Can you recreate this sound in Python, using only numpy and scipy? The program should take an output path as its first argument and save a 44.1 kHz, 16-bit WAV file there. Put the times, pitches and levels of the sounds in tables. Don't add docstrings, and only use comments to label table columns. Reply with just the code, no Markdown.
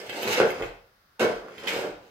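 import sys
import numpy as np
from scipy import signal
from scipy.fft import rfft, irfft, next_fast_len
from scipy.io import wavfile
from scipy.ndimage import uniform_filter1d

SR = 44100
rng = np.random.default_rng(int(sys.argv[2]) if len(sys.argv) > 2 else 0)


def unload_wav(signal):
    wavfile.write(
        sys.argv[1],
        SR,
        np.round(np.clip(np.atleast_2d(signal).T, -1, 1) * 32767).astype(np.int16),
    )


def convert_level_to_amplitude(level_db):
    exponent = np.asarray(level_db, float) / 20
    return 10 ** exponent


N = 92610


def evened(x):
    return x / np.sqrt(np.mean(x ** 2) + 1e-20)


def read(points, hz):
    f, value = np.transpose(points)
    return np.interp(np.log(hz + 1), np.log(f + 1), value)


def shaped(x, gain):
    size = next_fast_len(N + 4096)
    hz = np.arange(size // 2 + 1) * SR / size
    return irfft(rfft(x, size) * gain(hz), size)[..., :N]


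def taps(rows, order):
    out, rows = np.zeros(N), np.array(rows)
    at = np.round(rows[:, 0] * SR).astype(int)
    np.add.at(out, at, convert_level_to_amplitude(rows[:, order]))
    return out


# frequency in Hz, left-right correlation from -1 to 1.
LIKENESS = [(60, 1), (250, 0.79), (500, 0.73), (1000, 0), (2000, 0), (8000, 0)]


def pair(a, b):
    same = lambda hz: np.clip(read(LIKENESS, hz), -1, 1)
    mid = shaped(a, lambda hz: np.sqrt((1 + same(hz)) / 2))
    side = shaped(b, lambda hz: np.sqrt((1 - same(hz)) / 2))
    return np.array([mid + side, mid - side])


# frequency in Hz, relative density in dB per Hz.
AIR_COLOUR = [(15, -31), (25, 2.5), (277, -5.5), (363, -9.5), (516, -6), (886, -8), (1400, 0), (2680, -13),
              (5000, -11), (7490, -25), (16000, -17)]
AIR_DB = -63.5


def air():
    noise = shaped(rng.standard_normal((2, N)), lambda hz: convert_level_to_amplitude(read(AIR_COLOUR, hz)))
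    return convert_level_to_amplitude(AIR_DB) * evened(pair(*noise))


SWAY_HZ, SWAY_RISE_S, SWAY_T60_S = 40, 0.019, 0.31
# start in seconds, peak level in dB.
SWAYS = [(.29, -54), (.40, -58), (.47, -55), (.60, -43), (.66, -43), (1.2, -57), (1.33, -51), (1.73, -56),
         (1.9, -56)]


def sway():
    t = np.arange(SR // 2) / SR
    envelope = (1 - np.exp(-t / SWAY_RISE_S)) * convert_level_to_amplitude(-60 * t / SWAY_T60_S)
    swing = envelope * np.sin(2 * np.pi * SWAY_HZ * t)
    return signal.oaconvolve(taps(SWAYS, order=1), swing / abs(swing).max())[:N]


FIRST_ECHO_S, ECHO_STEP = .008, 12
# frequency in Hz, time to fall by 60 dB in seconds.
ROOM_DECAY = [(100, 0.53), (260, 0.25), (700, 0.52), (1840, 0.42), (4850, 0.52), (12800, 0.31)]


def kitchen(x):
    echoes, first = np.zeros((2, SR)), round(FIRST_ECHO_S * SR)
    at = np.arange(first, SR - 20, ECHO_STEP)
    at = at + rng.integers(0, ECHO_STEP, (2, len(at)))
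    np.put_along_axis(echoes, at, rng.choice([-1., 1.], at.shape), 1)
    hz, t, bands = signal.stft(echoes, SR, nperseg=256)
    decay = convert_level_to_amplitude(-60 * t / read(ROOM_DECAY, hz)[:, None])
    tail = signal.istft(bands * decay, SR, nperseg=256)[1]
    tail[:, :first] = 0
    tail = tail / np.linalg.norm(tail[0])
    return pair(*signal.fftconvolve(x[None], tail, axes=1)[:, :N])


NEAR_S, NEAR_FROM_HZ = .016, 2000


def near(x):
    echoes = np.zeros((2, SR // 10))
    when, sign = rng.random((2, 2, 64))
    at = 10 + (when ** 2 * NEAR_S * SR).astype(int)
    np.put_along_axis(echoes, at, np.sign(sign - .5) / 8, 1)
    scattered = signal.oaconvolve(x[None], echoes, axes=1)[:, :N]
    return shaped(scattered, lambda hz: hz ** 2 / (hz ** 2 + NEAR_FROM_HZ ** 2))


ROOM_DB, NEAR_DB = -1, 4.5
SHIFT_S = 0.4487


def reflections(dry):
    turn = np.pi * np.arange(N) / SR / SHIFT_S
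    places = [dry * np.sqrt(2 / 3) * np.cos(turn + k * np.pi / 3) for k in range(3)]
    return sum(convert_level_to_amplitude(ROOM_DB) * kitchen(x) + convert_level_to_amplitude(NEAR_DB) * near(x) for x in places)


LEFT_LAG_S = .0001
SHADE_HZ = 1590
# frequency in Hz, left minus right in dB.
TILT = [(60, 2.5), (110, -2), (200, 0), (380, -0.5), (700, 0.5), (1290, 1), (2380, 1), (4400, 0.5),
        (8120, -10.5), (15000, -8)]


def at_ports(dry):
    shade = lambda hz: np.exp(-2j * np.pi * hz * LEFT_LAG_S) / (1 + (hz / SHADE_HZ) ** 2)
    wet = reflections(dry)
    left = shaped(dry, shade) + wet[0]
    right = dry + wet[1]
    return np.array([shaped(left, lambda hz: convert_level_to_amplitude(read(TILT, hz) / 2)),
                     shaped(right, lambda hz: convert_level_to_amplitude(-read(TILT, hz) / 2))])


# time in seconds, drive of the bowl in dB,
# drive of the steel in dB, hiss of the contact in dB, rumble of the table in dB.
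STROKES = [
    [(0, -42.5, -42.5, -53, -78), (.08, -56.5, -82, -48.5, -61.5), (.15, -38.5, -45, -43.5, -86),
     (.21, -39, -54, -39, -84), (.27, -31.5, -39, -38, -45), (.34, -35, -40.5, -30, -78),
     (.385, -28.5, -31, -50, -56), (.42, -26, -44, -57, -61), (.49, -38.5, -78.5, -42, -74.5),
     (.56, -47, -47, -60, -57), (.61, -32.5, -53, -52, -49), (.645, -39.5, -63, -48.5, -55),
     (.7, -63, -75, -62, -74), (.8, -93, -100, -87, -73)],
    [(1.2, -21, -28.5, -39.5, -50), (1.24, -29.5, -44.5, -38, -58), (1.29, -31, -45, -65, -54),
     (1.36, -52.5, -60, -54.5, -57), (1.44, -45.5, -74, -77, -89), (1.48, -48.5, -63.5, -68, -82),
     (1.56, -53.5, -56, -66, -64), (1.6, -48.5, -50, -56, -60.5), (1.665, -40, -46, -58, -66),
     (1.68, -41.5, -33.5, -38.5, -72), (1.72, -39, -51, -38.5, -84), (1.77, -37, -52.5, -38.5, -77),
     (1.85, -36.5, -59, -49, -57), (1.92, -48.5, -65, -63, -70), (1.97, -57.5, -78, -74, -58),
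     (2.03, -54.5, -86.5, -66, -85), (2.1, -66, -74, -65, -83)],
]


def drive(order):
    t, gain = np.arange(N) / SR, 0
    for stroke in STROKES:
        rows = np.array(stroke)
        gain = gain + convert_level_to_amplitude(np.interp(t, rows[:, 0], rows[:, order], left=-120, right=-120))
    return gain


GRAINS_PER_S, GRAIN_SPREAD_DB, CLUMP_DB, CLUMP_S = 2500, 5, 2, 0.0053


def grit():
    clumps = evened(uniform_filter1d(rng.standard_normal(N), round(CLUMP_S * SR)))
    size = convert_level_to_amplitude(GRAIN_SPREAD_DB * np.minimum(rng.exponential(1, N), 4) + CLUMP_DB * clumps)
    slips = rng.random(N) < GRAINS_PER_S / SR
    return evened(size * rng.choice([-1., 1.], N) * slips)


def ringing(modes):
    t = np.arange(SR // 3) / SR
    ring = sum(convert_level_to_amplitude(db - 60 * t / t60) * np.sin(2 * np.pi * hz * t) for hz, db, t60 in modes)
    return signal.sosfilt(signal.butter(4, .85 * modes[0][0], "high", fs=SR, output="sos"), ring)


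SPOTS = 5
SPOT_DETUNE, SPOT_DB = 0.029, 2.5
RUB_DAMPING = 0.61


def rubbed(modes, slips):
    spot = rng.integers(0, SPOTS, N)
    draw = rng.uniform(-0.81, 1, (SPOTS, len(modes), 2))
    out = np.zeros(N)
    for k in range(SPOTS):
        ring = ringing([(hz * (1 + SPOT_DETUNE * a), db + SPOT_DB * b, t60 * RUB_DAMPING)
                        for (hz, db, t60), (a, b) in zip(modes, draw[k])])
        out += signal.oaconvolve(slips * (spot == k), ring / np.linalg.norm(ring))[:N]
    return out


def body(modes, slips, blows):
    ring = ringing(modes)
    return rubbed(modes, slips) + signal.oaconvolve(blows / abs(ring).max(), ring)[:N]


TABLE_KNOCK_DB = -31.5
# frequency in Hz, relative level in dB, struck 60 dB decay in seconds.
TABLE = [(61.6, -10, 0.19), (81.6, -6, 0.11), (100, 8, 0.14), (114, 7.5, 0.2875), (158, 0, 0.076)]
# start in seconds, peak of the belly in dB, peak of the rim in dB,
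# peak of the steel in dB, strength of the snap in dB.
KNOCKS = [(0.399, -17, -22, -30, -39), (0.4013, -8, -7, -30, -33), (.410, -21.5, -24, -40, -44.5),
          (.416, -15.5, -28, -17, -42), (.423, -15.5, -32, -33, -42), (.454, -22.5, -35, -45, -48.5),
          (.607, -25, -55, -49, -58), (1.195, -29, -26, -40, -15), (1.199, -23, -29.5, -42, -32),
          (1.208, -17, -15.5, -26.5, -30), (1.211, -14.5, -42, -44, -33), (1.217, -15, -14, -42, -37),
          (1.230, -14.5, -15, -49, -46), (1.484, -48, -33.5, -47, -58), (1.498, -62, -41, -57, -55),
          (1.737, -25, -27, -51, -43), (1.763, -20, -41, -45, -51), (1.79, -27, -50, -43, -52),
          (1.84, -25, -32, -58, -52), (1.859, -30.5, -44, -51, -48)]


def table():
    return body(TABLE, drive(order=4) * grit(), convert_level_to_amplitude(TABLE_KNOCK_DB) * taps(KNOCKS, order=1))


BITE_S = .0015


def puffs(blows, length_s, gain):
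    t = np.arange(2000) / SR
    burst = (1 - np.exp(-t / BITE_S)) * np.exp(-t / length_s)
    envelope = signal.oaconvolve(blows, burst)[:N]
    return shaped(envelope * rng.standard_normal(N), gain)


SNAP_S, SIZZLE_S, SIZZLE_HZ = 0.0015, 0.0027, (10500, 15360)
# frequency in Hz, relative density in dB per Hz.
CONTACT_COLOUR = [(530, -21.5), (900, 2.5), (979, -8), (2040, -4.5), (2440, -3), (7850, -22.5),
                  (9750, -30.5), (14500, -24.5), (16000, -39.5)]
# start in seconds, peak of the steel in dB, strength of the snap in dB,
# strength of the sizzle in dB, peak of belly and of rim in dB, brightest frequency in Hz.
TICKS = [(.064, -34, -29, -55, -37.5, 2600), (.092, -27, -41, -55, -38, 2600),
         (.0955, -18.5, -21, -50, -31, 2750), (.128, -32, -38, -54, -34.5, 2090),
         (0.156, -45, -46, -42, -43, 2300), (.224, -28, -45, -25.5, -41, 2950),
         (0.2303, -19, -17.5, -37, -25, 2700), (0.2753, -22, -12, -29, -24, 2100),
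         (.329, -21, -11, -28, -38, 3170), (.504, -25, -24.5, -35, -49, 2160),
         (.623, -22.5, -40, -60, -28.5, 2450), (.638, -30.5, -46, -61, -33.5, 2450),
         (1.581, -31, -55, -44, -70, 3060), (1.670, -23.5, -30, -34, -45, 3080),
         (1.674, -13.5, -29, -41, -31, 3080), (1.682, -26, -16, -48, -47, 2300),
         (1.691, -30, -44, -52, -52, 2800), (1.721, -25, -41, -52, -37, 2720)]


def contact():
    unit = np.sqrt(np.mean(convert_level_to_amplitude(2 * read(CONTACT_COLOUR, np.linspace(0, SR / 2, 999)))))
    colour = lambda hz: convert_level_to_amplitude(read(CONTACT_COLOUR, hz)) / unit
    low, high = SIZZLE_HZ
    top = lambda hz: 1 / (1 + (low / (hz + 1)) ** 10) / (1 + (hz / high) ** 20)
    hiss = shaped(drive(order=3) * evened(grit() + rng.standard_normal(N)), colour)
    snap = puffs(taps(KNOCKS, order=4) + taps(TICKS, order=2), SNAP_S, colour)
    sizzle = puffs(taps(TICKS, order=3), SIZZLE_S, top)
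    return hiss + snap + sizzle


TICK_OCTAVES = 0.36
KNOCK_HZ, TICK_RISE_S = 2300, 0.0004
# frequency in Hz, relative level in dB, struck 60 dB decay in seconds.
STEEL = [(1817, -8, 0.013), (2054, 0, 0.026), (2213, 6.5, 0.018), (2450, 0.5, .025), (2613, 2, 0.024),
         (2790, -4.5, 0.015), (2995, -0.5, 0.018), (3148, -3.5, 0.03), (3410, -8.5, 0.015),
         (3736, -3, 0.011), (4165, -3, 0.022), (4600, -4.5, 0.0076), (4820, -3, 0.018), (5340, -18.5, 0.02),
         (6800, -29, 0.0068), (8200, -27.5, 0.012)]


def struck_steel():
    out = np.zeros(N + SR)
    blows = [(r[0], r[1], r[5]) for r in TICKS] + [(r[0], r[3], KNOCK_HZ) for r in KNOCKS]
    for s, peak_db, top_hz in blows:
        ring = ringing([(hz, db - 6 * (np.log2(hz / top_hz) / TICK_OCTAVES) ** 2, t60)
                        for hz, db, t60 in STEEL])
        ring *= 1 - np.exp(-np.arange(len(ring)) / SR / TICK_RISE_S)
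        out[round(s * SR):][:len(ring)] += convert_level_to_amplitude(peak_db) * ring / abs(ring).max()
    return out[:N]


def steel():
    return rubbed(STEEL, drive(order=2) * grit()) + struck_steel()


RIM_DRAG_DB = -7.5
# frequency in Hz, relative level in dB, struck 60 dB decay in seconds.
BELLY = [(207.6, -22.5, 0.098), (277, -26.5, 0.034), (307, -22.5, 0.035), (385, -3.5, 0.11),
         (413.3, -6.5, 0.12), (458, 7, 0.078), (504.5, 10, 0.079), (551, 0, 0.1), (597, 3.5, 0.039),
         (699.4, -1.5, 0.075), (767, -11.5, 0.047)]
RIM = [(855, -9.5, .03), (1002, -9.5, 0.028), (1080, -3, 0.027), (1202, 0.5, 0.022), (1405, 7, 0.012),
       (1503, 1, 0.031), (1643, -6.5, 0.0083)]


def bowl():
    ticks = taps(TICKS, order=4)
    belly = body(BELLY, drive(order=1) * grit(), taps(KNOCKS, order=1) + ticks)
    rim = body(RIM, convert_level_to_amplitude(RIM_DRAG_DB) * drive(order=1) * grit(), taps(KNOCKS, order=2) + ticks)
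    return belly + rim


def mill():
    return table() + contact() + steel() + bowl()


def scene():
    return air() + sway() + at_ports(mill())


def top_cut(x):
    return signal.sosfilt(signal.butter(12, 16120, fs=SR, output="sos"), x)


BASS_CUT_HZ, EDGE_HZ = 30, 16050


def record(dry):
    cut = signal.sosfilt(signal.butter(3, BASS_CUT_HZ, "high", fs=SR, output="sos"), dry)
    mix = shaped(cut, lambda hz: np.clip((EDGE_HZ - hz) / 100, 0, 1))
    return top_cut(mix)


dry = scene()
out = record(dry)
unload_wav(out)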